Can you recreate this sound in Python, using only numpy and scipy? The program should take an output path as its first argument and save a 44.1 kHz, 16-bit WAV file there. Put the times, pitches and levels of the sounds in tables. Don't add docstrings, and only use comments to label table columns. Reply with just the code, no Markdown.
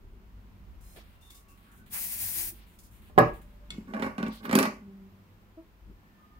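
import sys
import numpy as np
from scipy import signal
from scipy.fft import rfft, irfft, next_fast_len
from scipy.io import wavfile
from scipy.ndimage import uniform_filter1d

SR = 44100
rng = np.random.default_rng(int(sys.argv[2]) if len(sys.argv) > 2 else 0)


def digitize_waveform(pressure):
    field = np.atleast_2d(pressure).T
    bounded = np.clip(field, -1, 1)
    quanta = np.round(bounded * 32767).astype(np.int16)
    wavfile.write(sys.argv[1], SR, quanta)


def ratio_of_db(decibels):
    return 10 ** (np.asarray(decibels, float) / 20)


N = 281955
TIME = np.arange(N) / SR

# time_s, level_db
JET = [
    (1.906, -56),
    (1.938, -33),
    (2.018, -30.5),
    (2.166, -34),
    (2.3, -30.5),
    (2.406, -29.5),
    (2.492, -35.5),
    (2.548, -53.5),
    (2.66, -75),
]
# frequency_hz, density_db
JET_COLOUR = [(290, -59), (500, -26), (770, -14.5), (1270, -19), (1800, -9.5), (2510, -8), (2900, -13),
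              (3970, -12.5), (5000, -9.5), (7710, -8.5), (9840, 0), (15600, 0)]


def spray():
    (level_db,), on = curves(JET)
    lean_db, swing_db_per_s, turn_s = 3.5, 6, 2.47
    facing = np.clip((turn_s - TIME) / .05 + .5, 0, 1)
    pan_db = (lean_db + swing_db_per_s * (TIME - JET[0][0])) * facing
    direct = rng.standard_normal(N)
    paths = diffuse() + 0.63 * np.array([direct, np.roll(direct, 6)])
    jet = unit(paint(paths, JET_COLOUR)) * ratio_of_db(level_db + 1.8 * walk(25.08)) * on
    treble = band(jet, 5000, 18000)
    leaning = treble * (ratio_of_db(np.array([pan_db, -pan_db]) / 2) - 1)
    spurt_shape = np.exp(-((TIME - 1.965) / 0.031) ** 2)
    spurt = spurt_shape * unit(band(diffuse(), 750, 2400)) * ratio_of_db(-46.0)
    return jet + leaning + spurt


# time_s, blow_db, rim_rattle_db
LANDING = [
    (3.099, -50.5, -86.5),
    (3.161, -47.5, -85.5),
    (3.1785, -3.5, -55),
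    (3.184, -1.5, -58.5),
    (3.188, -13, -29),
]
# frequency_hz, level_db, t60_s
SHELF = [(123, -3.5, 0.17), (166.7, -10, 0.083), (263, -12.5, 0.081), (403, -12, 0.11), (456, 3, 0.13),
         (603.4, 1, 0.086), (722, -6, 0.04), (780, 5.5, .05), (900, -7.5, 0.016), (1032, -3, 0.029),
         (1142, -0.5, 0.028), (1340, -11, 0.02), (1658, -3.5, 0.11), (2150, -21.5, 0.046)]
# time_s, peak_db
TICKS = [(1.3054, -44), (1.9091, -52), (2.7891, -56), (3.7045, -26)]
# frequency_hz, level_db, t60_s
TIN = [(2196, 1, 0.035), (3420, 9.5, 0.027), (4660, -48, 0.037), (6860, -13, 0.0081), (7450, 0, 0.025),
       (10200, -13, 0.0092)]
# frequency_hz, level_db, t60_s
SLIDE_RING = [(4120, 1, 0.057), (5270, -1, 0.047), (6600, 0, 0.033), (7550, -1, .03), (8550, 1, 0.027),
              (10500, -6, .02)]


def can():
    s, blow_db, rim_db = np.transpose(LANDING)
    thump = band(ring(blows(s, blow_db - 11.0, 0.045), SHELF), 51, 2050)
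    thump = thump + cracks(s, blow_db - 40.5, 4.6, 1600, 5000)
    thump = thump + cracks(s, blow_db - 26.5, 7.3, 250, 1700)
    rim = cracks(s, rim_db + 3, 1.5, 4800, 15000)

    s, tick_db = np.transpose(TICKS)
    tin = ring(blows(s, tick_db - 10.5, 0), TIN) + cracks(s, tick_db - 10.5, 3.8, 970, 4700)
    start_s, end_s, slide_db = 0.83, 1, -68.5
    rub = grains(2700, 2.1) * np.clip(np.minimum(TIME - start_s, end_s - TIME) / .015, 0, 1)
    tin = tin + ring(rub * ratio_of_db(slide_db - 23.5), SLIDE_RING)

    landing = place(thump, 4.0, lag=12, pan_db=-7.5) + place(rim, -4.5, lag=11, pan_db=-4.5)
    return landing + place(tin, -0.37, lag=9)


# time_s, boom_db, body_db, tick_db
KNOCKS = [(3.78, -28, -65, -65), (3.873, -41, -60, -78), (3.937, -30, -35.5, -65), (3.996, -26, -39, -56),
          (4.023, -22, -27, -67), (4.064, -23.5, -42, -69), (4.181, -24.5, -33.5, -53),
          (4.202, -22, -53.5, -65.5), (4.229, -20, -35, -71), (4.264, -23, -36.5, -64),
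          (4.282, -24, -70, -52), (4.453, -58, -36, -67), (4.494, -22, -32.5, -82),
          (4.512, -35, -30.5, -41), (4.529, -22.5, -24.5, -34.5), (4.553, -7.5, -20, -21),
          (4.588, -17, -19.5, -22.5), (4.628, -27, -24, -30), (4.654, -28, -29, -40)]
# start_s, hold_s, level_db, boom_share_db, treble_share_db
DRAG = [(3.714, 0.064, -59.5, 5, 11), (3.873, 0.035, -46, 9, -3.5), (3.939, 0.004, -28.5, -0.5, -14),
        (3.994, .001, -42, 5, -8), (4.025, 0.0067, -28, -5, -6), (4.178, 0.014, -31.5, -1.5, -13.5),
        (4.246, 0.012, -44.5, -1, -11.5), (4.399, 0.049, -48.5, 4.5, 0), (4.434, 0.057, -40, 5.5, -15.5),
        (4.517, 0.06, -28, 9, -10), (4.564, 0.032, -33, 6.5, -8), (4.597, 0.021, -36.5, -7, 9.5),
        (4.677, .01, -62, 0, 7)]
# frequency_hz, level_db, t60_s
BOX_BOOM = [(216.7, 3.5, 0.12), (255, -0.5, 0.073), (376.5, -11, 0.1)]
# frequency_hz, level_db, t60_s
BOX_BODY = [(610, 4, 0.02), (828, 6.5, 0.013), (1117, -1.5, 0.029), (1480, 3, 0.026), (2090, -5, 0.018),
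            (2655, -14, 0.0125)]


def box():
    s, boom_db, body_db, tick_db = np.transpose(KNOCKS)
    start, hold, level_db, drag_boom_db, drag_top_db = np.transpose(DRAG)
    gains = strokes(start, hold, level_db - 8.0, attack_s=0.0076, fade_db_per_s=184.5)
    contacts = grains(3000, 1.8)
    slide = contacts * gains.sum(axis=0)

    boom_push = blows(s + 0.0023, boom_db - 0.5, 0.39)
    boom = ring(boom_push + contacts * (ratio_of_db(drag_boom_db - 22.5) @ gains), BOX_BOOM)

    body_push = blows(s, body_db - 6.5, 0.04)
    body = ring(body_push + band(slide, 300, 2400) * ratio_of_db(-22), BOX_BODY)
    body = body + cracks(s, body_db - 0.5, 8.9, 450, 1960)
    body = body + band(band(slide, 380, 2420), 300, 2100)

    top = cracks(s, tick_db + 2.5, 2.36, 2300, 12000)
    top = top + band(contacts, 2500, 12000) * (ratio_of_db(drag_top_db - 14.0) @ gains)
    return place(boom, -8.5, lag=7) + place(body + top, -0.26, lag=12, pan_db=-8.0)


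# start_s, hold_s, treble_db, lower_share_db
RUSTLE = [(0.803, 0.15, -60, -9), (0.956, .01, -62, 6), (1.03, .12, -70.5, 2), (1.205, 0.068, -64, -26),
          (1.298, 0.001, -49.5, -28), (1.342, 0.027, -56.5, -20), (1.478, 0.035, -62, -15),
          (1.569, .12, -68.5, 1), (1.71, 0.069, -62, -5), (1.856, 0.017, -63, -0.5),
          (2.534, 0.097, -75.5, 10.5), (2.66, 0.095, -65.5, -3), (2.783, .001, -52.5, -23),
          (2.828, 0.034, -60.5, -37), (2.904, 0.09, -66, -2.5), (3.013, 0.071, -65.5, 0),
          (3.242, 0.037, -62.5, 2.5), (3.329, 0.037, -63, -2), (3.41, .002, -61, -3), (3.47, .1, -75, 0),
          (4.256, 0.0039, -62, 6), (4.319, 0.035, -56, -4), (4.425, .015, -58.5, 6.5)]


def rustle():
    fibres = diffuse() + 0.13 * grains(4000, 3.0)
    airy = unit(band(fibres, 4000, 23000))
    dull = unit(band(fibres, 1400, 4500))
    start, hold, level_db, dull_db = np.transpose(RUSTLE)
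    gains = strokes(start, hold, level_db, attack_s=.007, fade_db_per_s=279)
    return ratio_of_db(1.5 * walk(34)) * (gains.sum(axis=0) * airy + ratio_of_db(dull_db) @ gains * dull)


# start_s, hold_s, slip_rate_hz, level_db
CREAKS = [
    (4.81, 0.061, 203.2, -54.5),
    (4.87, 0.043, 194.9, -49),
    (4.914, 0.16, 194.8, -53.5),
    (5.08, 0.11, 196.4, -59),
    (5.566, .02, 325, -46.5),
]
# multiple, level_db
CREAK_ORDERS = [(1, 0), (2, -11.5), (3, -27), (4, -26.5)]


def creaks():
    start, hold, rate_hz, level_db = np.transpose(CREAKS)
    gains = strokes(start, hold, level_db, attack_s=.012, fade_db_per_s=597)
    slip_hz = rate_hz[gains.argmax(axis=0)]
    phase = 2 * np.pi * np.cumsum(slip_hz * (1 + 0.00966 * walk(54))) / SR
    harmonics = sum(ratio_of_db(db + 3.2 * walk(30)) * np.sin(k * phase) for k, db in CREAK_ORDERS)
    return place(gains.max(axis=0) * np.sqrt(2) * harmonics, -8, lag=8)


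# time_s, level_db
RUMBLE = [(0, -43.5), (.3, -55), (.59, -56), (.69, -46.5), (.9, -51), (1.7, -57.5), (2.45, -55.5),
          (2.6, -54.5), (2.87, -54), (3.1, -50), (3.5, -52), (4.3, -58.5), (4.5, -70), (4.84, -59),
          (5.3, -61), (5.7, -60), (6.23, -64), (6.39, -50.5)]
# start_s, hold_s, deep_db, hum_db, drone_db
SHUDDERS = [(0.307, .3, -67, -64.5, -72), (1.73, .4, -65, -77, -66.5), (2.2, .28, -63.5, -61, -65),
            (3.145, .1, -41.5, -66, -45), (3.68, .08, -68, -59.5, -50), (3.979, .1, -75.5, -58, -48.5),
            (4.399, .08, -82.5, -69, -56.5), (4.633, .06, -84, -82, -57.5), (5.096, .4, -79, -69.5, -84),
            (5.8, .1, -54, -64, -72)]
# frequency_hz, width_hz, level_db
DRONE = [
    [(50.67, 4, -4), (60, 33, -6.5), (33.4, 11, -9)],
    [(97, 11, 0.5)],
    [(198, 44, -3), (212.6, 93, 3), (310, 130, -5.5)],
]
STEADY_DB = [-65, -64.5]


def traffic():
    (deep_db,), _ = curves(RUMBLE)
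    start, hold, *extra_db = np.transpose(SHUDDERS)
    shape = strokes(start, hold, 0 * hold, attack_s=0.029, fade_db_per_s=112.5)
    source, out = diffuse(), 0
    for level_db, shudder_db, peaks in zip([deep_db, *STEADY_DB], extra_db, DRONE):
        hum = 0
        for hz, width_hz, db in peaks:
            resonance = unit(band(source, hz - width_hz / 2, hz + width_hz / 2))
            hum = hum + ratio_of_db(db + 1.8 * walk(3.5)) * resonance
        out = out + unit(hum) * (ratio_of_db(level_db) + ratio_of_db(shudder_db) @ shape)
    return out


# start_s, end_s, centre_hz, width_hz
WHINES = [(-.1, .3, 385, 50), (0, .9, 61, 3), (.945, 1.01, 550, 500), (.945, 1.04, 2600, 3600),
          (1.14, 1.42, 2780, 150), (1.2, 1.42, 3600, 150), (1.25, 1.8, 1125, 15), (1.47, 1.57, 2700, 200),
          (1.65, 1.78, 1500, 400), (1.77, 1.87, 1510, 90), (2.33, 2.56, 340, 25), (3.35, 3.7, 590, 15),
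          (4.3, 4.42, 3900, 1800), (4.43, 4.48, 12500, 6000), (4.7, 6.5, 12800, 15), (5.15, 5.6, 515, 15),
          (5.85, 5.95, 250, 150), (5.95, 6.5, 1775, 12), (6.15, 6.5, 1225, 20)]
WHINES_DB = [-66, -54.5, -52, -57.5, -74, -70, -71.5, -67, -65, -59, -58.5, -67.5, -55, -49.5, -90, -78,
             -57.5, -75, -68]


def whines():
    source, out = diffuse(), 0
    for (start, end, hz, width_hz), level_db in zip(WHINES, WHINES_DB):
        swell = np.clip(np.minimum(TIME - start, end - TIME) / 0.027, 0, 1)
        tone = unit(band(source, hz - width_hz / 2, hz + width_hz / 2))
        out = out + swell * ratio_of_db(level_db + 2.0 * walk(15)) * tone
    return out


# frequency_hz, density_db
AIR = [(88, -31.5), (150, -5.5), (201, -3.5), (466, -15.5), (821, -14.5), (1020, -12.5), (1140, -14.5),
       (2870, -22.5), (3490, -25.5), (6510, -33), (9820, -36.5), (15100, -28), (16000, -34)]


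def air():
    return unit(paint(diffuse(), AIR)) * ratio_of_db(-63 + 0.84 * walk(4.1))


# frequency_hz, t60_s
ROOM_T60 = [(100, 0.3), (500, 0.26), (2000, 0.29), (6000, 0.22), (12000, 0.081)]


def place(x, wet_db, lag=0, pan_db=0.):
    tail, t, echo = diffuse(SR // 2), np.arange(SR // 2) / SR, 0
    room_hz, room_t60 = np.transpose(ROOM_T60)
    for hz in 70 * 2. ** np.arange(8):
        t60 = np.interp(np.log(hz), np.log(room_hz), room_t60)
        top_hz = hz * np.sqrt(2) * (1 + (hz > 8000))
        echo = echo + band(tail, hz / np.sqrt(2), top_hz) * ratio_of_db(-60 * t / t60)
    echo = echo * np.clip(t / 0.0016, 0, 1) / np.sqrt(np.sum(echo ** 2) / 2)
    direct = np.array([np.roll(x, lag) * ratio_of_db(pan_db / 2), x * ratio_of_db(-pan_db / 2)])
    return direct + ratio_of_db(wet_db) * signal.fftconvolve(x[None], echo, axes=1)[:, :N]


def diffuse(length=N):
    port_gap_m, sound_m_per_s = 0.16, 343
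    size = next_fast_len(length)
    hz = np.arange(size // 2 + 1) * SR / size
    alike = .92 * np.sinc(2 * hz * port_gap_m / sound_m_per_s)
    mid, side = rfft(rng.standard_normal((2, size))) * np.sqrt([1 + alike, 1 - alike])
    return irfft([mid + side, mid - side], size)[:, :length] / np.sqrt(2)


def blows(s, db, push_ms):
    x = np.zeros(N)
    x[(np.asarray(s) * SR).astype(int)] = ratio_of_db(db)
    keep = np.exp(-1000 / (push_ms * SR + 1))
    return signal.lfilter([(1 - keep) ** 2], [1, -2 * keep, keep ** 2], x)


def ring(x, modes):
    out = 0
    for hz, db, t60 in modes:
        turn = 2 * np.pi * hz / SR
        keep = np.exp(-np.log(1000) / (t60 * SR))
        poles = [1, -2 * keep * np.cos(turn), keep ** 2]
        out = out - ratio_of_db(db) * signal.lfilter([0, keep * np.sin(turn)], poles, x)
    return band(out, 1.186 * modes[0][0], SR)


def cracks(s, db, decay_ms, lo_hz, hi_hz):
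    envelope = signal.lfilter([1], [1, -np.exp(-1000 / (decay_ms * SR))], blows(s, db, 0))
    return envelope * unit(band(rng.standard_normal(N), lo_hz, hi_hz))


def grains(per_s, spread_db):
    hits = rng.random(N) < per_s / SR
    return unit(hits * rng.standard_normal(N) * ratio_of_db(spread_db * rng.exponential(size=N)))


def strokes(start, hold, db, attack_s, fade_db_per_s):
    t = TIME - np.array(start)[:, None]
    late = np.maximum(t - attack_s - np.abs(hold)[:, None], 0)
    return np.clip(t / attack_s, 0, 1) ** 2 * ratio_of_db(np.array(db)[:, None] - fade_db_per_s * late)


def walk(rate_hz):
    k = int(SR / rate_hz)
    held = np.repeat(rng.standard_normal(N // k + 1), k)
    return 1.3 * uniform_filter1d(uniform_filter1d(held, k), k)[:N]


def curves(rows):
    s, *columns = np.transpose(rows)
    on = np.interp(TIME, [s[0] - .01, s[0], s[-1], s[-1] + .01], [0, 1, 1, 0])
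    return [np.interp(TIME, s, c) for c in columns], on


def paint(x, colour):
    hz, db = np.transpose(colour)
    size = next_fast_len(N)
    bins = np.arange(size // 2 + 1) * SR / size + 1
    gain = ratio_of_db(np.interp(np.log(bins), np.log(hz), db))
    return irfft(rfft(x, size) * gain, size)[:, :N]


def band(x, lo_hz, hi_hz):
    edges_hz = [lo_hz, min(hi_hz, .45 * SR)]
    return signal.sosfilt(signal.butter(2, edges_hz, "band", fs=SR, output="sos"), x)


def unit(x):
    return x / np.sqrt(np.mean(x ** 2))


def scene():
    return spray() + can() + box() + rustle() + creaks() + traffic() + whines() + air()


def top_cut(x):
    return signal.sosfilt(signal.butter(12, 16980, fs=SR, output="sos"), x)


def record(dry):
    low_pass = signal.ellip(10, .2, 60, 15750, fs=SR, output="sos")
    mix = signal.sosfilt(low_pass, np.tanh(dry))
    return top_cut(mix)


dry = scene()
out = record(dry)
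digitize_waveform(out)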